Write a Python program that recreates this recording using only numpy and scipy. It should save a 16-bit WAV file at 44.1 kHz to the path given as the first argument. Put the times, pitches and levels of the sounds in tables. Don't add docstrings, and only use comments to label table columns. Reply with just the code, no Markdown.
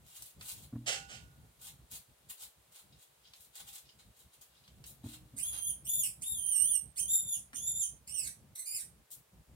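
import sys
import numpy as np
from scipy import signal
from scipy.fft import rfft, irfft, next_fast_len
from scipy.io import wavfile
from scipy.ndimage import uniform_filter1d

SR = 44100
rng = np.random.default_rng(int(sys.argv[2]) if len(sys.argv) > 2 else 0)


def wav_out(sig):
    wavfile.write(sys.argv[1], SR, np.round(np.clip(np.atleast_2d(sig).T, -1, 1) * 32767).astype(np.int16))


N = 421151
TIME = np.arange(N) / SR
FREQS = np.maximum(np.fft.rfftfreq(N, 1 / SR), 1)

# (t/s, f/Hz, level/dB)
CRIES = [ (0.0456, 0.00022, 0.017, -3.5, -3, [(5.36, 1300, -36.5), (5.395, 2540, -35.5), (5.43, 3184, -34),
         (5.49, 3407, -37), (5.55, 3250, -38.5), (5.62, 3220, -38.5), (5.67, 3336, -31),
         (5.71, 3164, -34)]), (.04, 0.047, 0.137, 1.5, 4, [(5.845, 2653, -37.5), (5.9, 3448, -31),
         (5.985, 3570, -29), (6.02, 3270, -27.5), (6.045, 2653, -32), (6.075, 2447, -35)]),
         (0.028, 0, 0.03, -5.5, -6, [(6.207, 1358, -44), (6.243, 3567, -36.5), (6.32, 3737, -34.5),
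         (6.385, 3168, -35), (6.49, 3170, -32), (6.55, 2837, -25), (6.63, 2955, -24), (6.695, 3390, -29),
         (6.755, 2853, -23), (6.775, 2886, -41)]), (0.031, .04, 0.056, 2.5, -4, [(6.952, 1287, -44.5),
         (7.0, 3204, -27.5), (7.07, 3057, -45), (7.1, 3648, -27), (7.15, 3655, -20), (7.23, 3550, -44.5),
         (7.3, 3567, -32), (7.35, 3262, -30), (7.385, 2700, -49.5)]),
         (0.0492, 0.00037, 0.073, 6.5, -6, [(7.535, 2910, -34.5), (7.62, 3463, -41.5), (7.68, 3610, -28.5),
         (7.73, 3526, -39), (7.8, 3703, -28.5), (7.83, 3152, -28.5), (7.86, 3053, -38)]),
         (0.0444, 0.049, 0.376, 4, -6.5, [(8.068, 2190, -45.5), (8.11, 2810, -42.5), (8.15, 3050, -34),
         (8.17, 2820, -31), (8.225, 2513, -38), (8.28, 1937, -39)]),
         (0.037, 0.035, 0.35, 3, -2.5, [(8.548, 1896, -41), (8.6, 2075, -37), (8.64, 2010, -53.5),
         (8.665, 2407, -38), (8.71, 2400, -39), (8.755, 2565, -31.5), (8.785, 2035, -38.5),
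         (8.82, 1767, -41.5)])]


def from_db(db):
    return 10 ** (np.asarray(db) / 20)


def rms_one(x):
    return x / np.sqrt(np.mean(x ** 2) + 1e-20)


def at_hz(points, hz):
    f, value = np.transpose(points)
    return np.interp(np.log(hz), np.log(f), value)


def filtered(x, order, hz, kind):
    return signal.sosfilt(signal.butter(order, hz, kind, fs=SR, output="sos"), x)


def drift(hz):
    size = next_fast_len(N, True)
    f = np.fft.rfftfreq(size, 1 / SR)
    return rms_one(irfft(rfft(rng.standard_normal(size)) / (1 + (f / hz) ** 4), size)[:N])


def noise(colour):
    ends = 1 / (1 + (colour[0][0] / FREQS) ** 4) / (1 + (FREQS / colour[-1][0] / 2) ** 4)
    return rms_one(irfft(rfft(rng.standard_normal(N)) * from_db(at_hz(colour, FREQS)) * ends, N))


def swell(start, length, rise, fall):
    up = np.clip((TIME - start) / rise, 0, 1)
    return up * np.exp(-np.clip((TIME - start - length) / fall, 0, 20))


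def clicks(rows):
    out = np.zeros(N)
    for s, db in rows:
        out[int(s * SR)] = from_db(db)
    return out


def ring(drive, hz, t60):
    r, w = from_db(-60 / (t60 * SR)), 2 * np.pi * hz / SR
    return signal.lfilter([0, np.sin(w)], [1, -2 * r * np.cos(w), r * r], drive + 1e-18)


def tank(x, pan, direct_db, t60):
    t = TIME[:SR // 2]
    response = rng.standard_normal((2, len(t))) * from_db(-60 * t / t60)
    response /= np.linalg.norm(response, axis=1, keepdims=True)
    response[[0, 1], [0, 10]] += from_db(direct_db)
    heard = signal.fftconvolve(x[None], response / np.linalg.norm(response[0]), axes=1)[:, :N]
    shares = from_db(at_hz(pan, FREQS) * np.array([[.5], [-.5]]))
    return irfft(rfft(heard) * shares / np.sqrt(np.mean(shares ** 2, axis=0)), N)


def room(rumble_db, steady_db, air_db):
    # t/s, level/dB
    rumble_ride = [(0, -64.5), (1.2, -49), (1.6, -61.5), (3.8, -68.5), (4.9, -52), (8.5, -57.5),
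                   (8.9, -66.5), (9.5, -60.5)]
    # f/Hz, level/dB
    rumble_colour = [(35, -19), (60, 7), (88, -3), (122, 2), (190, -4.5), (245, -11), (400, -19)]
    # f/Hz, level/dB
    air_colour = [(400, -2), (700, -7.5), (1600, -12.5), (6000, -18), (9000, -15), (15500, -18.5)]
    level = np.interp(TIME, *np.transpose(rumble_ride))
    waver_db = np.clip(steady_db - level, 0, 10)
    rumble = noise(rumble_colour) + from_db(-11.5) * noise(rumble_colour) * [[1], [-1]]
    rumble *= from_db(level + rumble_db + waver_db * np.minimum(drift(9.1), 1))
    hiss = noise(air_colour) + from_db(-1) * noise(air_colour) * [[1], [-1]]
    return rumble + from_db(air_db) * hiss


def bumps(level_db, knock_db):
    # t/s, level/dB
    hits = [(0.725, -40), (0.752, -36.5), (5.036, -43), (5.056, -41), (5.335, -53.5), (7.532, -57.5)]
    # f/Hz, level/dB, t60/s
    modes = [(121, 4, 0.53), (231.4, 7, 0.23), (272.8, 8, 0.21), (310, -7.5, 0.79)]
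    blows = clicks(hits)
    body = sum(from_db(db) * ring(blows, hz, t60) * (-1) ** k for k, (hz, db, t60) in enumerate(modes))
    contact = sum(from_db(db) * swell(s, 0.0017, 0.015, 0.0063) for s, db in hits)
    knock = noise([(100, 21.5), (300, 1.0), (600, -7.0)]) * contact
    return from_db(level_db) * body + from_db(knock_db) * knock


def scuffs(level_db, grain_db, rise, fall):
    # t/s, length/s, level/dB
    rubs = [(0.859, 0.039, -32), (0.915, 0.0092, -37), (1.082, 0.071, -49.5)]
    # f/Hz, level/dB
    colour = [(400, -2), (800, -2.5), (1000, -18.5), (1450, -3.5), (2200, -3), (3000, 4.5), (4000, -5),
              (4700, -2), (7800, -2.5), (11000, -19), (15000, -25)]
    # f/Hz, level/dB, t60/s
    pane = [(791, -57, .6), (1163, -61, .6), (1459, -58, 1.1), (2745, -44, .13)]
    force = sum(from_db(db) * swell(s, length, rise, fall) for s, length, db in rubs)
    rub = force * noise(colour) * from_db(level_db + grain_db * drift(230))
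    return rub + sum(from_db(db) * ring(rub, hz, t60) for hz, db, t60 in pane)


def scratches(grain_db, grain_hz, band_hz):
    # t/s, length/s, level/dB
    scrapes = [(3.188, 0.16, -65.5), (3.825, 0.069, -59), (4.48, 0.17, -68.5), (2.92, 0.036, -60)]
    force = sum(from_db(db) * swell(s, length, length / 2, length / 10) for s, length, db in scrapes)
    ticks = rng.standard_normal(N) * from_db(grain_db * np.minimum(drift(grain_hz), 2))
    return force * rms_one(filtered(ticks, 2, band_hz, "band"))


def snaps(level_db, width, t60):
    # t/s, level/dB, f/Hz
    creases = [(0.222, -38.5, 9700), (0.4105, -37.5, 2570), (1.669, -45, 8700), (3.3355, -44.5, 3560),
               (4.678, -50, 3380), (4.84, -42.5, 3960), (7.5312, -39.5, 1815)]
    t, out = TIME[:SR // 20], 0
    for s, db, hz in creases:
        burst = rng.standard_normal(len(t)) * from_db(-60 * t / t60)
        crack = filtered(burst, 1, [hz / (1 + width), min(hz * (1 + width), SR / 3)], "band")
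        out = out + signal.oaconvolve(clicks([(s, db + level_db)]), crack)[:N]
    return out


def paper(level_db, grain_db, grain_hz, catch_db, crackles_per_s, crackle_db, split_hz, rest_db, fall):
    # f/Hz, level/dB
    colour = [(300, -12), (800, 3.5), (1800, -0.5), (2800, 7), (4100, 8.5), (5200, -1), (8500, 6.5),
              (15500, 2)]
    # t/s, length/s, level/dB, treble over mids/dB
    strokes = [(0.036, 0.17, -60, 7.5), (0.149, 0.16, -55, 17), (0.387, 0.13, -47.5, 12.5),
               (0.466, 0.18, -59, 9.5), (1.583, 0.11, -53.5, 9.5), (1.89, 0.074, -51.5, 11),
               (2.283, 0.024, -46.5, 14), (2.366, 0.083, -50.5, 10.5), (2.708, 0.088, -58, 6.5),
               (2.97, 0.059, -63, 11), (3.329, 0.12, -60.5, 23), (3.524, 0.081, -52.5, 4.5),
               (3.636, 0.075, -56, 7), (3.713, 0.07, -53, 9.5), (3.982, 0.022, -61, -8),
               (4.128, 0.1, -65, 15), (4.311, 0.035, -62, 10), (4.404, 0.022, -61, 10),
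               (4.827, 0.081, -52.5, 42), (5.026, 0.12, -54.5, 5.5), (5.39, 0.2, -60, -25),
               (9.098, 0.039, -52.5, 49)]
    crackle = rms_one((rng.random(N) < crackles_per_s / SR) * rng.standard_normal(N))
    crackle = filtered(crackle, 1, colour[3][0], "high")
    grains = noise(colour) * rms_one(from_db(grain_db * drift(grain_hz)))
    catch = rms_one(from_db(catch_db * np.clip(drift(32.5), -1, 1)))
    friction = (grains + from_db(crackle_db) * crackle) * catch
    mids, treble = (rms_one(filtered(friction, 2, split_hz, kind)) for kind in ("low", "high"))
    first_cry_s = CRIES[0][-1][0][0]
    out = from_db(rest_db) * grains * (TIME < first_cry_s)
    for s, length, db, bright_db in strokes:
        tilt = from_db(bright_db)
        slide = (mids - tilt * treble) / np.hypot(1, tilt)
        out += from_db(db + level_db) * swell(s, length, length * .5, fall) * slide
    return out


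def cry_contours(attack_s, release_s, break_s):
    controls, gate = np.zeros((5, N)), 0
    for k, (onset_s, ending_s, between, second_db, upper_db, contour) in enumerate(CRIES):
        s, hz, db = np.transpose(contour)
        hoarse = np.clip((s[0] + onset_s - TIME) / break_s + .5, between, 1)
        if ending_s > 0:
            hoarse = np.maximum(hoarse, np.clip((TIME - s[-1] + ending_s) / break_s + .5, 0, 1))
        pitch, effort_db = np.interp(TIME, s, hz), np.interp(TIME, s, db)
        cry = [pitch, effort_db, hoarse, np.full(N, second_db), np.full(N, upper_db)]
        controls = np.where((TIME >= s[0]) | (k == 0), cry, controls)
        gate = gate + swell(s[0], s[-1] - s[0], attack_s, release_s)
    return (*controls, gate)


def squeals(level_db, wobble, jitter, flutter_db, easy_db,
            chaos, chaos_hz, shimmer, growl_db, rasp_db, sputter_db):
    # f/Hz, level/dB
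    throat = [(1200, -20.5), (2300, -18.5), (3200, -13.5), (3750, -17), (4800, -13), (6200, -9.5),
              (7300, -6), (8700, 7.5), (10900, -3), (12000, -8), (14500, -10), (16000, -22.5)]
    pitch, effort_db, hoarse, second_db, upper_db, gate = cry_contours(
        attack_s=.016, release_s=.006, break_s=.025)
    pitch = pitch * (1 + wobble * drift(24.13) + jitter * drift(163) + chaos * hoarse * drift(chaos_hz))
    phase = 2 * np.pi * np.cumsum(pitch) / SR
    partials = [np.sin(k * phase) * (k * pitch < SR / 2) * (1 + shimmer * hoarse * drift(chaos_hz))
                for k in range(1, 9)]
    fundamental = partials[0] * from_db((0.5 - hoarse) * (easy_db - effort_db) + growl_db * hoarse)
    upper = from_db(upper_db) * sum(partials[3:])
    folds = fundamental + from_db(second_db) * partials[1] + partials[2] + upper
    voice = irfft(rfft(folds) * from_db(at_hz(throat, FREQS)), N)
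    voice /= np.sqrt(uniform_filter1d(voice ** 2, size=400) + 1e-9)
    voice += from_db(rasp_db) * hoarse * noise(throat)
    voice *= from_db(sputter_db * hoarse * (np.minimum(drift(190), 2) - .5))
    return voice * np.minimum(gate, 1) * from_db(effort_db + level_db + flutter_db * drift(60))


def scene():
    # f/Hz, left minus right/dB
    pup_pan = [(5500, -2.5), (7200, -7), (8300, -22), (9500, -4), (11000, 7), (12500, 9)]
    # f/Hz, left minus right/dB
    paper_pan = [(4000, -0.5), (7500, -5.5), (12500, 8.5)]
    voice = squeals(level_db=-1.5, wobble=.006, jitter=.013, flutter_db=2.5, easy_db=-35,
                    chaos=.04, chaos_hz=480, shimmer=1.2, growl_db=4, rasp_db=-11, sputter_db=3)
    pup = tank(voice, pup_pan, direct_db=-3, t60=0.23)
    rustle = paper(level_db=4.5, grain_db=3, grain_hz=563, catch_db=5, crackles_per_s=160,
                   crackle_db=-1, split_hz=6930, rest_db=-73, fall=0.0018)
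    claws = scratches(grain_db=10, grain_hz=190, band_hz=(2920, 5060))
    sheet = tank(rustle + claws, paper_pan, direct_db=-7.5, t60=0.21)
    creases = tank(snaps(level_db=4.5, width=0.49, t60=0.039), paper_pan, direct_db=1.5, t60=0.22)
    rub = scuffs(level_db=1.5, grain_db=-1, rise=0.02, fall=0.026)
    wall = tank(rub, pan=[(3000, -5), (7000, -11), (12000, 4)], direct_db=2.5, t60=0.3)
    floor = bumps(level_db=-8.5, knock_db=6.5)
    return pup + sheet + creases + wall + floor + room(rumble_db=-8.5, steady_db=-49.5, air_db=-72)


def record(dry):
    cutoff_hz = 15850
    return signal.sosfilt(signal.ellip(12, .1, 80, cutoff_hz, fs=SR, output="sos"), dry)


dry = scene()
out = record(dry)
wav_out(out)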